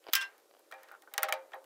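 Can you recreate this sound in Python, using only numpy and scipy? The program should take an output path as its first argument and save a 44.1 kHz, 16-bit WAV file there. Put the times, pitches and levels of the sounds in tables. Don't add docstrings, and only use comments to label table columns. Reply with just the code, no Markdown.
import sys
import numpy as np
from scipy import signal
from scipy.io import wavfile

SR = 44100
rng = np.random.default_rng(int(sys.argv[2]) if len(sys.argv) > 2 else 0)


def amplitude_ratio(level_db):
    exponent = np.asarray(level_db, float) / 20
    return 10 ** exponent


def pcm_store(signal):
    levels = np.round(np.clip(np.atleast_2d(signal), -1, 1) * 32767)
    wavfile.write(sys.argv[1], SR, levels.astype(np.int16).T)


N = 72765

EDGES = 30 * 2 ** np.arange(0, 9.3, 1 / 3)
# pitch_hz [Hz], density_db [dB per Hz]
TOOTH_CRACK = [(180, -62), (300, -16.5), (1660, -1), (7020, -14), (8580, -13.5), (9810, -8), (11000, -16),
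               (15200, -10), (16500, -20)]
# crack_t60 [s at 2 kHz], shortening [power of pitch], tail_db [dB], tail_t60 [s],
# tail_shortening [power], snap_db [dB], build_up [s], ring_db [dB]
TOOTH_DECAY = (0.0273, 0.71, -17.5, 0.2468, 0.87, 8.5, -0.24, -14)


def at_hz(points, hz):
    points_hz, points_db = np.transpose(points)
    return np.interp(np.log(hz), np.log(points_hz), points_db)


def band(x, low, high):
    return signal.sosfilt(signal.butter(2, [low, high], "band", fs=SR, output="sos"), x)


def high_pass(x, order, hz):
    return signal.sosfilt(signal.butter(order, hz, "high", fs=SR, output="sos"), x)


def fade(x, t60):
    return signal.lfilter([1], [1, -amplitude_ratio(-60 / (t60 * SR))], x + 1e-18)


def ring(x, hz, t60):
    radius = amplitude_ratio(-60 / (t60 * SR))
    angle = 2 * np.pi * hz / SR
    return signal.lfilter([0, np.sin(angle)], [1, -2 * radius * np.cos(angle), radius * radius], x)


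def clicks(start_s, level_db):
    out = np.zeros(N)
    np.add.at(out, (np.asarray(start_s) * SR).astype(int), amplitude_ratio(level_db))
    return out


def strike(events, crack, modes, decay):
    start_s, level_db, tilt_db, ring_db = np.transpose(events)
    t60, power, tail_db, tail_t60, tail_power, snap_db, build_s, body_db = decay
    white = rng.standard_normal((2, N))
    out = np.zeros(N)
    low, high = EDGES[9:-1], EDGES[10:]
    centre_hz = np.sqrt(low * high)
    colour_db = at_hz(crack, centre_hz)
    colour_db = colour_db - 10 * np.log10(np.sum(amplitude_ratio(2 * colour_db) * (high - low)) * 2 / SR)
    for k, hz in enumerate(centre_hz):
        brightness_db = tilt_db * np.log2(max(hz, 900) / 2000)
        hits = clicks(start_s, level_db - 10.0 + colour_db[k] + brightness_db)
        body = fade(hits, t60 * (hz / 2000) ** -power)
        tail = amplitude_ratio(tail_db) * fade(hits, tail_t60 * (hz / 2000) ** -tail_power)
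        snap = amplitude_ratio(snap_db) * hits * (-1) ** (k // 2)
        out += band(white[k % 2] * (body + tail) + snap, low[k], high[k])

    luck_db = rng.normal(0, 1.67, (len(start_s), len(modes)))
    for k, (hz, mode_db, ring_t60, *own_build) in enumerate(modes):
        rise_s = max(own_build[-1] if own_build else build_s, .001)
        touch = clicks(start_s, level_db + ring_db + body_db + mode_db + luck_db[:, k]) + 1e-18
        swell = ring(ring(touch, hz, rise_s), hz, ring_t60)
        out += swell * 2 * np.log(1000) / (rise_s * SR)
    return out


def run_of(curve, per_s, crack_db, tilt_db, ring_db, count):
    curve_s, curve_db = np.transpose(curve)
    start_s = np.cumsum(rng.exponential(1 / per_s, count)) + curve_s[0]
    start_s = np.clip(start_s, 0, (N - 1) / SR)
    luck_db = 3 * rng.normal(0, 1, count)
    level_db = np.interp(start_s, curve_s, curve_db, right=curve_db[-1] - 20) + crack_db + luck_db
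    return np.c_[start_s, level_db, np.full(count, tilt_db), np.full(count, ring_db)]


def shop():
    # pitch_hz [Hz], level_db [dB]
    air_colour = [(59, -60), (100, -30.5), (230, -19), (338, -0.5), (552, 2), (642, -13), (1790, -22.5),
                  (3540, -16), (14500, -19.5), (16500, -20)]
    air_db, tone_db = -68, -79
    white = rng.standard_normal((2, N))
    air = np.zeros(N)
    for k, (low, high) in enumerate(zip(EDGES, EDGES[1:])):
        air += amplitude_ratio(at_hz(air_colour, np.sqrt(low * high))) * band(white[k % 2], low, high)
    air = signal.sosfilt(signal.cheby2(10, 30, 16000, fs=SR, output="sos"), air)
    tone = ring(white[0], hz=763, t60=.25)
    return amplitude_ratio(air_db) * air / air.std() + amplitude_ratio(tone_db) * tone / tone.std()


def hand_grip():
    # start_s [s], level_db [peak dB], brightness_db [dB per octave], ring_db [dB]
    releases = [(.0414, -50, 5.5, -3), (.0598, -62, 3, 5), (.0676, -41, -4, 7), (.0763, -40, 1, -1),
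                (.0838, -39, -2, 1.5), (.0858, -36.5, -0.5, 4), (.0872, -52, 3, -10), (.0958, -42.5, 2, 2),
                (.0988, -53.5, 2, 17), (.4, -56.5, 7.5, -10), (.511, -49.5, 1.5, 0), (.539, -54, -5, 7.5),
                (.549, -52, -10, 3), (.567, -54, -1, 4.5), (.588, -52, -6, -7), (.598, -56, -1, 4)]
    # start_s [s], level_db [dB]
    rubbing = [
        (.082, -63),
        (.088, -41),
        (.105, -41.5),
        (.128, -49),
    ]
    # pitch_hz [Hz], level_db [dB], t60 [s]
    hand_modes = [(480, -1, 0.0073), (803, 5.5, 0.007), (1410, 0, 0.003), (3000, -7.5, 0.0063),
                  (4800, -9, 0.0066)]
    # pitch_hz [Hz], density_db [dB per Hz]
    touch_crack = [(250, -28), (450, -22), (850, 0), (1800, -5), (3000, -5.5), (4700, -5.5), (6500, -38),
                   (16500, -20)]
    touch_decay = (0.008, 0.2, -28, 0.05, 0.1, 10, 0.001, -6)
    rubs = run_of(rubbing, per_s=500, crack_db=-5.5, tilt_db=.5, ring_db=-18., count=40)
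    return strike(np.r_[releases, rubs], touch_crack, hand_modes, touch_decay)


def contact_pings():
    # start_s [s], pitch_hz [Hz], level_db [peak dB], t60 [s]
    ping_rows = [(.0415, 3000, -55, 0.0073), (.0878, 324, -32, 0.041), (.0881, 628, -45.5, 0.063),
                 (.045, 600, -55, 0.025), (.1336, 15100, -17, 0.03), (.1335, 3450, -26, 0.042),
                 (.1335, 2620, -36, .035), (.1335, 1345, -32.5, 0.045), (.1523, 15500, -23, .022),
                 (.1522, 5150, -26, 0.066), (.1522, 11260, -35, 0.052), (.2142, 5150, -39.5, 0.048),
                 (.2142, 3420, -37, 0.066), (.2142, 8140, -42, 0.036), (.252, 1010, -50.5, 0.054),
                 (.252, 4000, -52, 0.083), (.7125, 1335, -45.5, 0.026), (.714, 3970, -54, 0.018),
                 (.7235, 2350, -51, 0.091), (.7245, 1872, -39, 0.037), (.739, 1698, -57, 0.36),
                 (.745, 2396, -56, 0.22), (1.153, 803, -46.5, 0.077), (1.138, 1910, -56, 0.013),
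                 (1.138, 3870, -40, 0.017), (1.138, 14500, -33, .008), (1.179, 1910, -25, 0.031),
                 (1.179, 10000, -27, 0.0086), (1.179, 6110, -29, 0.0066), (1.179, 1100, -63, 0.11),
                 (1.231, 1354, -26.5, 0.033), (1.231, 9970, -22, .012), (1.231, 14800, -17.5, .012),
                 (1.233, 2116, -36.5, 0.057), (1.2855, 1280, -34.5, 0.034), (1.29, 9900, -37, 0.0063),
                 (1.3245, 1878, -30, 0.038), (1.3245, 2310, -23, 0.021), (1.3245, 2970, -30.5, 0.027),
                 (1.33, 618.4, -33.5, .15), (1.345, 889, -45.5, 0.26), (1.36, 2020, -60, 0.35),
                 (1.562, 534, -52.5, 0.23), (1.575, 517, -53.5, 0.21), (.735, 790, -45, 0.17),
                 (.95, 1370, -51, 0.057), (.16, 3090, -32.5, 0.12), (.163, 2734, -30.5, 0.062),
                 (1.534, 1854, -46, .03), (1.534, 3270, -48, 0.022), (1.345, 2376, -50, 0.22)]
    out = np.zeros(N)
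    for start_s, hz, level_db, t60 in ping_rows:
        touch = clicks([start_s], level_db - 4.5) + 1e-18
        detune_hz = 111 * (hz / 1e4) ** 2
        out += ring(touch, hz - detune_hz, t60) + ring(touch, hz + detune_hz, t60)
    return out


def column(knocks):
    middle_hz, split_hz, t60, column_db = 530.3, 5.3, 0.39, -20.5
    start_s, level_db, _, ring_db = np.transpose(knocks)
    touch = clicks(start_s, level_db + ring_db + column_db) + 1e-18
    upper = ring(touch, middle_hz + split_hz / 2, t60)
    lower = ring(touch, middle_hz - split_hz / 2, t60 * 0.68)
    return upper - lower


def pinion():
    # start_s [s], level_db [peak dB], brightness_db [dB per octave], ring_db [dB]
    slips = [
        (.886, -42.5, -1.3, -7.5),
        (.914, -45, -5.5, 4),
        (.94, -55, -9, 10),
        (.95, -62, 2, 8),
        (1.035, -64, -8, 6),
        (1.075, -53.5, -10, 9.5),
    ]
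    # start_s [s], level_db [dB]
    fumble = [(.002, -72), (.25, -61.5), (.33, -72.5), (.45, -82.5), (.69, -75.5), (.78, -65.5),
              (.85, -67.5), (.955, -74), (.99, -105), (1.12, -71), (1.36, -68), (1.48, -83.5),
              (1.53, -60.5), (1.6, -96)]
    # pitch_hz [Hz], level_db [dB], t60 [s]
    pinion_modes = [(1240, -9, 0.134), (1323, -4, 0.11), (1425, 8, 0.045), (1507, 3, 0.085),
                    (1783, -5.5, 0.081), (3040, -18, 0.034)]
    shifts = run_of(fumble, per_s=700, crack_db=-3.6, tilt_db=-2.5, ring_db=-9., count=1150)
    return strike(np.r_[slips, shifts], TOOTH_CRACK, pinion_modes, TOOTH_DECAY)


def key():
    # start_s [s], level_db [peak dB], brightness_db [dB per octave], ring_db [dB]
    clanks = [
        (.1268, -41.5, 3.5, 0),
        (.1333, -11, -0.5, -3),
        (.1521, -16.5, 3, -2),
    ]
    # start_s [s], level_db [dB]
    chatter = [(.158, -27.5), (.172, -37.5), (.185, -53), (.2, -44), (.21, -30), (.225, -31.5), (.235, -52),
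               (.25, -54), (.262, -53), (.275, -64.5), (.34, -63)]
    # pitch_hz [Hz], level_db [dB], t60 [s]
    key_modes = [(1057, -15, 0.11), (1587, -5.5, 0.2), (1778, -10, 0.096), (2017, -8.5, .08),
                 (2440, -12.5, 0.078), (2740, -4.5, .1), (2775, -6, 0.099), (3090, -9, 0.11),
                 (3360, -10, 0.057), (3607, -16.5, 0.15), (4290, -20, 0.18), (5250, -12.5, 0.078),
                 (6460, -22, .03), (5520, -13, .04)]
    # pitch_hz [Hz], density_db [dB per Hz]
    clank_crack = [(300, -44), (800, -21), (1150, -8), (2700, -2), (4610, -8), (5280, -3.5), (9650, -12.5),
                   (14000, -9), (15400, -7), (16500, -12)]
    clank_decay = (0.06, 0.5, -18, 0.1536, 0.2, -17, 0.18, -10.5)
    held_s, damping_db_per_s = 0.24, 250
    rattles = run_of(chatter, per_s=600, crack_db=-10.5, tilt_db=-3, ring_db=11, count=130)
    out = strike(np.r_[clanks, rattles], clank_crack, key_modes, clank_decay)
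    out = high_pass(out, 2, 820)
    return out * amplitude_ratio(-damping_db_per_s * np.maximum(np.arange(N) / SR - held_s, 0))


def chuck():
    # start_s [s], level_db [peak dB], brightness_db [dB per octave], ring_db [dB]
    knocks = [(.714, -42, 2.5, 0), (.723, -33, -2.5, 0.5), (.74, -46.5, -7, 2.5), (.832, -50.5, 6, 6.5),
              (1.021, -49.5, 5, 2), (1.138, -30, 3, -9), (1.177, -57, 7, -33), (1.179, -15, 1.6, -5.5),
              (1.2235, -30, -0.5, -2), (1.227, -43, 3, 1), (1.231, -16, 2.5, -2), (1.285, -23.5, -2.5, 4.5),
              (1.29, -35.5, 4, -2), (1.3245, -18, 2.3, -3), (1.519, -42, -4, -14), (1.534, -31.5, -9.5, 1),
              (1.552, -50.5, -17, -3), (1.642, -51.5, 4, -16)]
    # start_s [s], level_db [peak dB], brightness_db [dB per octave], ring_db [dB]
    ticks = [(.38, -58.5, 7, -15), (0.593, -70, 11, 2), (0.77, -71, 5., -18), (0.918, -63.5, 10, 22),
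             (1.102, -68, 3, -12), (1.113, -56, -6, 10.5), (1.162, -55, 2, -4), (0.739, -61, 7.5, 9),
             (1.544, -65.5, 9.5, -6), (1.236, -28, -1.5, -4), (1.242, -35, 1, -20), (1.249, -51, 3, -20),
             (1.33, -43, 0.5, -16), (1.337, -44, 6, -25)]
    # pitch_hz [Hz], level_db [dB], t60 [s], build_up [s]
    chuck_modes = [(730.4, -5, 0.097, 0.019), (623, -3, 0.22, 0.032), (799.6, 1, 0.12, 0.054),
                   (892.4, -13.5, 0.36, 0.089), (1111.4, -12, 0.13, 0.026), (1256, -8, 0.16, 0.032),
                   (1500, -26, 0.015, 0.0059), (1662, -11, 0.12, 0.053), (1871, -4.5, 0.11, 0.015),
                   (2160, -15.5, 0.13, 0.014), (2147, -14, 0.14, 0.015), (2500, -17, 0.063, 0.007),
                   (3250, -24.5, 0.25, 0.0084), (3900, -19, 0.14, 0.0092)]
    return strike(np.r_[knocks, ticks], TOOTH_CRACK, chuck_modes, TOOTH_DECAY) + column(knocks)


def scene():
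    pings = contact_pings()
    metal = hand_grip() + pings + pinion() + key() + chuck()
    return (high_pass(metal, 4, 450) + amplitude_ratio(-26) * pings + shop())[None]


def low_pass(x):
    return signal.sosfilt(signal.butter(12, 17120, fs=SR, output="sos"), x)


def record(dry):
    top_cut = signal.cheby2(12, 50, 16750, fs=SR, output="sos")
    return low_pass(signal.sosfilt(top_cut, dry))


dry = scene()
out = record(dry)
pcm_store(out)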